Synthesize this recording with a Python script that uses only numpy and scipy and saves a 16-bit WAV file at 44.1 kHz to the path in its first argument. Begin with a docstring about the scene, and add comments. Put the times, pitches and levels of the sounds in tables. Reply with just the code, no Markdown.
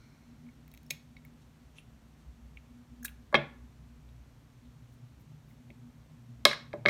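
"""In a small kitchen, scissors snip fins off a raw fish over a wooden board, and tools knock on the board.
Snips and knocks excite decaying sinusoidal modes of blades and board, with a noise crack at contact.
Short swells of filtered noise are soft rustles of wet fingers and blades, and one bright snip burst;
dense noise echoes are the room. Wavering sine tones are appliance hum, shaped noise is rumble and hiss,
and an earlier clink dies away."""
import sys
import numpy as np
from scipy import signal
from scipy.fft import rfft, irfft
from scipy.io import wavfile
from scipy.ndimage import uniform_filter1d

SR = 44100
rng = np.random.default_rng(int(sys.argv[2]) if len(sys.argv) > 2 else 0)


def digitize_waveform(pressure):
    """Quantize a signal to 16-bit integers and store it at the path in sys.argv[1].

    Rows of a 2-D input are taken as channels; values are limited to [-1, 1].
    """
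    field = np.atleast_2d(pressure).T
    bounded = np.clip(field, -1, 1)
    quanta = np.round(bounded * 32767).astype(np.int16)
    wavfile.write(sys.argv[1], SR, quanta)


N = 303981

# appliance tones: f/Hz, rms wander/Hz, rms swell/dB, mean level curve [(t/s, level/dB)]
HUM_TONES = [(61.3, 0.37, 3, [(0, -76), (1.6, -63.5), (3, -60), (4.3, -61.5), (5.2, -70), (6.89, -72)]),
             (120.6, 0.71, 2.7, [(0, -72), (3.75, -71.5), (3.95, -61.5), (6.89, -61.5)]),
             (152, 1.5, 3, [(0, -64), (3, -69.5), (6.89, -62.5)]), (239.8, 2.5, 4, [(0, -85), (.27, -61),
             (1.15, -61.5), (1.5, -78.5), (2.1, -72), (2.5, -61.5), (2.95, -61), (3.6, -67.5), (4.45, -78),
             (4.7, -62), (5.1, -77), (5.7, -61.5), (6.89, -60.5)])]
# room rumble and microphone noise: f/Hz, relative spectral level/dB
HISS_SPECTRUM = [(15, -79), (25, -40.5), (36, -14), (49, -6), (68, -4.5), (87, -9.5), (131, -7.5),
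                 (190, -16), (232, -6), (339, -22.5), (979, -27), (4000, -36.5), (6000, -38), (9000, -43.5),
                 (12000, -44.5), (15300, -48), (15900, -59), (16600, -72.5)]
# an earlier clink still dying away: low f/Hz, high f/Hz, starting level/dB
FADING_BANDS = [(1300, 1500, -74), (2100, 2370, -73.5), (4000, 4400, -76.5), (5270, 6100, -77.5)]
# blades biting fin rays, ticking and closing: t/s, level/dB, colour f/Hz, colour width/octaves,
# crack level over the ring/dB
SNIPS = [(.466, -61, 2250, .12, -30), (.4888, -54, 2220, 0.091, -30), (.6785, -59, 1960, 1.6, -1),
         (.7155, -59, 4200, .67, -1), (.7385, -51, 2230, 0.7, -1), (.7476, -54, 2240, 1.7, -7),
         (.7748, -51, 2250, 2.1, -8), (.8312, -65, 5000, .96, 1), (.8642, -62, 5400, 0.16, -2),
         (.9028, -44, 5800, 1.1, -8), (.9060, -25, 4300, 1.15, -16), (.9088, -27.5, 2460, 1.6, -5.5),
         (1.1670, -47.5, 2190, 0.13, -30), (1.1674, -55.5, 4200, 0.35, -30), (1.2500, -50, 2230, 0.13, -7),
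         (1.7845, -42, 2920, 0.16, -32), (2.5718, -41, 2520, 0.4, -30), (3.0280, -49, 1652, .13, -5.5),
         (3.0315, -49, 6450, .28, 0.4), (3.0470, -42.5, 1598, 0.14, 2), (3.0502, -31, 1600, .12, -5.5),
         (3.0560, -36, 3402, .5, -7.4), (3.0810, -40.5, 2910, 0.29, -10.5), (3.0904, -50, 2590, .56, -7.5),
         (4.0892, -59, 3160, 0.34, -16.5), (5.5094, -59, 1900, 0.29, -27), (5.7035, -49, 2250, 0.6, -25)]
# blade modes: nominal f/Hz, relative level/dB, t60 before the ring length factor/s
BLADE_MODES = [(1640, -16.5, 0.027), (2031, -4, 0.038), (2210, 1, .04), (2450, -2.5, 0.018),
               (2680, -3, 0.031), (3161, -7.5, 0.017), (3323, -2.5, 0.019), (3856, -1.5, 0.068),
               (4370, -0.5, .025), (5407, 0, 0.042), (6250, -10.5, 0.046), (6457, 4.5, 0.029),
               (7090, -6, .02), (7756, 1, 0.01)]
# kitchen echo bands: centre f/Hz, relative level/dB, t60/s
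ECHO_BANDS = [(153, -3, 0.4), (286, -7, .42), (601, -10, 0.32), (1200, -12, .4), (2400, -14, 0.34),
              (4827, -15, 0.32), (9610, -18, 0.22), (13880, -15.5, 0.13)]
# tools landing and bouncing: t/s, level/dB, colour f/Hz, colour width/octaves, ring length factor,
# crack level over the ring/dB, lingering mode level over the ring/dB
KNOCKS = [(0.907, -47.5, 553, 1.4, 0.69, -42, -45), (3.327, -29, 750, 1, 1.3, -30, -40),
          (3.3433, -10.5, 1260, 1.5, 0.68, -35, -28), (3.3462, -12.5, 950, 1.92, 0.61, -40, -29),
          (3.352, -15, 2844, 0.32, 0.86, -40, -37), (3.355, -21, 635, 4, 1.2, -35, -28.5),
          (3.368, -31, 410, 1.4, 1.3, -42, -20), (3.399, -41, 640, .26, 1.7, -38, -30),
          (5.70, -50.5, 294, 1.14, 1, -29, -36), (6.4521, -2.5, 4300, 0.79, 0.32, -14, -30),
          (6.4542, -8.5, 1510, 2.22, 0.78, -22, -25), (6.512, -23, 2557, 1.7, 0.53, -30, -23),
          (6.531, -23.5, 1770, 1.13, 0.64, -23, -30), (6.731, -37.5, 1500, 1.84, 0.51, -33, -43),
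          (6.738, -30.5, 477, 1.23, 0.94, -33, -34.5), (6.854, -23.5, 670, 1.9, 0.75, -37.5, -28),
          (6.859, -8, 2220, 0.84, 0.36, -57, -15), (6.862, -23, 300, 3.7, 1.6, -45, -30),
          (6.8838, -19.5, 2120, 3, 0.37, -34, -3)]
# board modes: nominal f/Hz, relative level/dB, t60 before the ring length factor/s
BOARD_MODES = [(143, -8, 0.42), (220.3, -2.5, 0.21), (344, -4, 0.11), (410, -6.5, .12), (575, -1, 0.14),
               (642, -3, 0.1), (790, -12, 0.078), (891, -13.5, 0.024), (1040, -10.5, 0.12),
               (1134.3, -2, 0.04), (1260, -8.5, .07), (1310, -10.5, 0.035), (1670, 0, 0.044),
               (2126, -1.5, 0.029), (2178, -8.5, 0.11), (2290, -5, 0.019), (2426, -15.5, 0.044),
               (2567, -10.5, 0.031), (3257, -8.5, 0.073), (3400, -10, 0.019), (3770, -8.5, 0.064),
               (4110, -3, 0.014), (4810, -6.5, .04), (5380, -11, 0.066), (5875, -11.5, .03),
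               (6730, -20.5, .04), (8390, -22.5, .03), (9500, -22.5, .03)]
# soft rustles of wet fingers and blades, and one short bright snip burst at 3.055 s:
# middle t/s, half-length to 1/e/s, level/dB, low f/Hz, high f/Hz
RUSTLES = [(1.42, 0.016, -70.5, 1500, 6500), (1.776, 0.022, -69, 5500, 6860),
           (1.788, 0.016, -66, 8900, 10700), (1.782, 0.03, -65.5, 2260, 3500),
           (2.204, 0.028, -75, 1500, 7000), (3.055, .007, -37, 5340, 15500),
           (4.66, 0.012, -74.5, 2510, 4000), (4.933, .02, -75.5, 5960, 16000),
           (5.208, .018, -76, 10840, 15240), (5.511, 0.041, -78.5, 8970, 16090)]
# dips of the microphone port: f/Hz, width/Hz, level/dB
PORT_DIPS = [(4950, 500, -4), (10400, 800, -5)]

HUM_SWELLS_PER_S = 11
TREBLE_HISS_DB = -68.5
FADING_T60_S = 2.1
SNIP_CRACK_HZ, KNOCK_CRACK_HZ = (9500, 15500), (2980, 10500)
SNIP_CONTACT_MS, KNOCK_CONTACT_MS = 1.6, 1.8
# what the walls receive
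RING_TO_ROOM_DB, CRACK_TO_ROOM_DB, SCATTER_S = -10.5, 2, 0.00083
SNIP_ECHO_DB = -1.5
# a snip that touches few modes rings longer: length factor at one octave, power of the width
SNIP_RING, SNIP_RING_POWER = 0.45, -.3
# the mode that lingers after a blow: (f/Hz, ring length factor)
BLADE_LINGER, BOARD_LINGER = (2450, 4.5), (2170, 3.2)
LINGER_OCTAVES, LINGER_DELAY_S = .09, 0.0016
LINGER_FLUTTER_DB, LINGER_FLUTTER_MS = 4.5, 6
# harder snips wake it more: dB over the ring for the hardest, dB lost per dB of softer snip
BLADE_LINGER_DB, BLADE_LINGER_SLOPE = -17, .6
TOP_HZ = 16672


def undb(db):
    """Logarithmic level: decibels become an amplitude gain."""
    return 10 ** (np.asarray(db) / 20)


def unit(x):
    """Normalization of power: the signal is scaled to rms 1."""
    return x / np.sqrt(np.mean(x ** 2))


def band(x, low_hz, high_hz):
    """Band limitation by a Butterworth filter."""
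    sos = signal.butter(N=2, Wn=[low_hz, high_hz], btype="band", fs=SR, output="sos")
    return signal.sosfilt(sos, x)


def walk(rate):
    """Random modulation: twice-averaged noise of rms 1 that turns about rate times a second."""
    k = int(SR / rate)
    return unit(uniform_filter1d(uniform_filter1d(rng.standard_normal(N), k), k))


def decay(t, t60):
    """Exponential damping: the amplitude falls 60 dB in t60."""
    return np.exp(-np.log(1000) * t / t60)


def hum():
    """Frequency and amplitude modulation: low appliance tones swell, fade and wander a few hertz."""
    out = 0
    for hz, wander_hz, swell_db, curve in HUM_TONES:
        phase = 2 * np.pi * np.cumsum(hz + wander_hz * walk(16)) / SR
        db = np.interp(np.arange(N) / SR, *np.transpose(curve))
        db = db + swell_db * walk(HUM_SWELLS_PER_S) + 4.4 * walk(25)
        out = out + np.sqrt(2) * undb(db) * np.sin(phase)
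    return out


def hiss():
    """Spectral shaping of random noise: steady treble over a bass that swells a little."""
    hz, db = np.transpose(HISS_SPECTRUM)
    f = np.maximum(np.fft.rfftfreq(N, 1 / SR), 1)
    spectrum = rfft(rng.standard_normal(N)) * undb(np.interp(np.log(f), np.log(hz), db))
    treble = irfft(spectrum * (f >= 400), N)
    bass = irfft(spectrum * (f < 400), N)
    swell = undb(0.5 + 0.59 * walk(4.1))
    return undb(TREBLE_HISS_DB) / np.std(treble) * (treble + bass * swell)


def fading_clink():
    """Exponential decay: narrow noise bands left by an earlier clink sink into the hiss."""
    bands = 0
    for low_hz, high_hz, db in FADING_BANDS:
        bands = bands + undb(db) * unit(band(rng.standard_normal(N), low_hz, high_hz))
    return bands * decay(np.arange(N) / SR, FADING_T60_S)


def blows(events, modes, crack_hz, contact_ms, linger):
    """Modal excitation: each blow weights the body's modes by where it lands, and cracks during contact.
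    Row 0 reaches the microphone, row 1 the walls."""
    out, t = np.zeros((2, N + SR)), np.arange(SR // 5) / SR
    hz, mode_db, t60 = np.array(modes, float).T[:, :, None]
    linger_hz, linger_length = linger
    contact = contact_ms / 1000
    rise = np.sin(np.pi / 2 * np.minimum(t / (0.35 * contact), 1)) ** 2
    free = np.maximum(t - 0.71 * contact, 0)  # time since damping began
    # the ring is a near sound; the walls get mostly the first instant
    far = undb(RING_TO_ROOM_DB) + np.exp(-free / SCATTER_S)
    paths = np.array([np.ones(len(t)), far])
    # from afar the crack is one clean click, its energy set by the contact time
    click = band(signal.unit_impulse(len(t), int(contact * SR)), *crack_hz)
    click = undb(CRACK_TO_ROOM_DB) * click * np.sqrt(contact * SR / np.sum(click ** 2))

    for s, level_db, colour_hz, octaves, length, crack_db, linger_db in events:
        phase, grit = rng.random((len(modes), 1)), rng.standard_normal(len(t))
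        # every mode is detuned a little at random for each blow
        detune = 1 + .007 * rng.standard_normal((len(modes), 1))
        waves = np.sin(2 * np.pi * (hz * detune * t + phase))

        def ring(centre_hz, width, stretch):
            """Modal superposition: modes near one colour sound together, each with its own damping."""
            weight = undb(mode_db - 9.9 * (np.log2(hz / centre_hz) / width) ** 2)
            modal_sum = np.sum(weight * decay(free, t60 * stretch) * waves, axis=0)
            return modal_sum / np.sqrt(np.sum(weight ** 2))

        # slow random flutter roughens the lingering mode
        flutter = unit(uniform_filter1d(grit, int(LINGER_FLUTTER_MS * SR / 1000)))
        late_gain = undb(linger_db + LINGER_FLUTTER_DB * flutter) * (1 - np.exp(-t / LINGER_DELAY_S))
        late = late_gain * ring(linger_hz, LINGER_OCTAVES, linger_length)
        near_crack = unit(band(grit, *crack_hz)) * np.exp(-free / (.8 * contact))
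        crack = undb(crack_db) * np.array([near_crack, click])
        ringing = (ring(colour_hz, octaves, length) + late) * paths
        i = int(s * SR)
        out[:, i:i + len(t)] += undb(level_db) * rise * (ringing + crack)
    return out[:, :N]


def scissors():
    """Modal excitation of steel: snips ring the blades, and harder ones wake the lingering mode more."""
    hardest_db = max(row[1] for row in SNIPS)
    events = []
    for s, db, hz, octaves, crack_db in SNIPS:
        length = SNIP_RING * octaves ** SNIP_RING_POWER
        linger_db = BLADE_LINGER_DB - BLADE_LINGER_SLOPE * (hardest_db - db)
        events.append((s, db, hz, octaves, length, crack_db, linger_db))
    return blows(events, BLADE_MODES, SNIP_CRACK_HZ, SNIP_CONTACT_MS, BLADE_LINGER)


def kitchen(x):
    """Reverberation: dense echoes build up over the first milliseconds; each band has its own decay."""
    t, response = np.arange(SR // 2) / SR, 0
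    for hz, db, t60 in ECHO_BANDS:
        noise = band(rng.standard_normal(len(t)), hz / np.sqrt(2), hz * np.sqrt(2))
        response = response + undb(db) * noise * decay(t, t60) / np.sqrt(t60 * SR / 20)
    build_up = 1 - np.exp(-t / 0.0011)
    return signal.fftconvolve(x, response * build_up)[:N]


def board():
    """Modal excitation of wood: tools landing and bouncing ring the board."""
    return blows(KNOCKS, BOARD_MODES, KNOCK_CRACK_HZ, KNOCK_CONTACT_MS, BOARD_LINGER)


def rustles():
    """Band limitation of grainy noise: short swells make the soft rustles and one bright snip burst."""
    t, out = np.arange(N) / SR, 0
    grain = rng.standard_normal(N) * undb(2.2 * walk(300))
    for s, length, db, low_hz, high_hz in RUSTLES:
        swell = np.exp(-((t - s) / length) ** 2)
        out = out + undb(db) * unit(band(grain, low_hz, high_hz)) * swell
    return out


def scene():
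    """Linear superposition: blows and rustles with their echo over the clink, hum and hiss."""
    background = hum() + hiss() + fading_clink()
    snips, knocks, swells = scissors(), board(), rustles()
    # hands and fish shade the snips and rustles from the walls
    echo = kitchen(knocks[1] + undb(SNIP_ECHO_DB) * (snips[1] + swells))
    return (snips[0] + knocks[0] + swells + echo + background)[None]


def record(dry):
    """Transducer response: the microphone port dips at two frequencies, peaks saturate, the top is cut."""
    for hz, width_hz, db in PORT_DIPS:
        dry = dry + (undb(db) - 1) * signal.lfilter(*signal.iirpeak(hz, hz / width_hz, fs=SR), dry)
    rounded = .9 * np.tanh(dry / .9)
    return signal.sosfilt(signal.ellip(12, .2, 70, TOP_HZ, fs=SR, output="sos"), rounded)


dry = scene()
out = record(dry)
digitize_waveform(out)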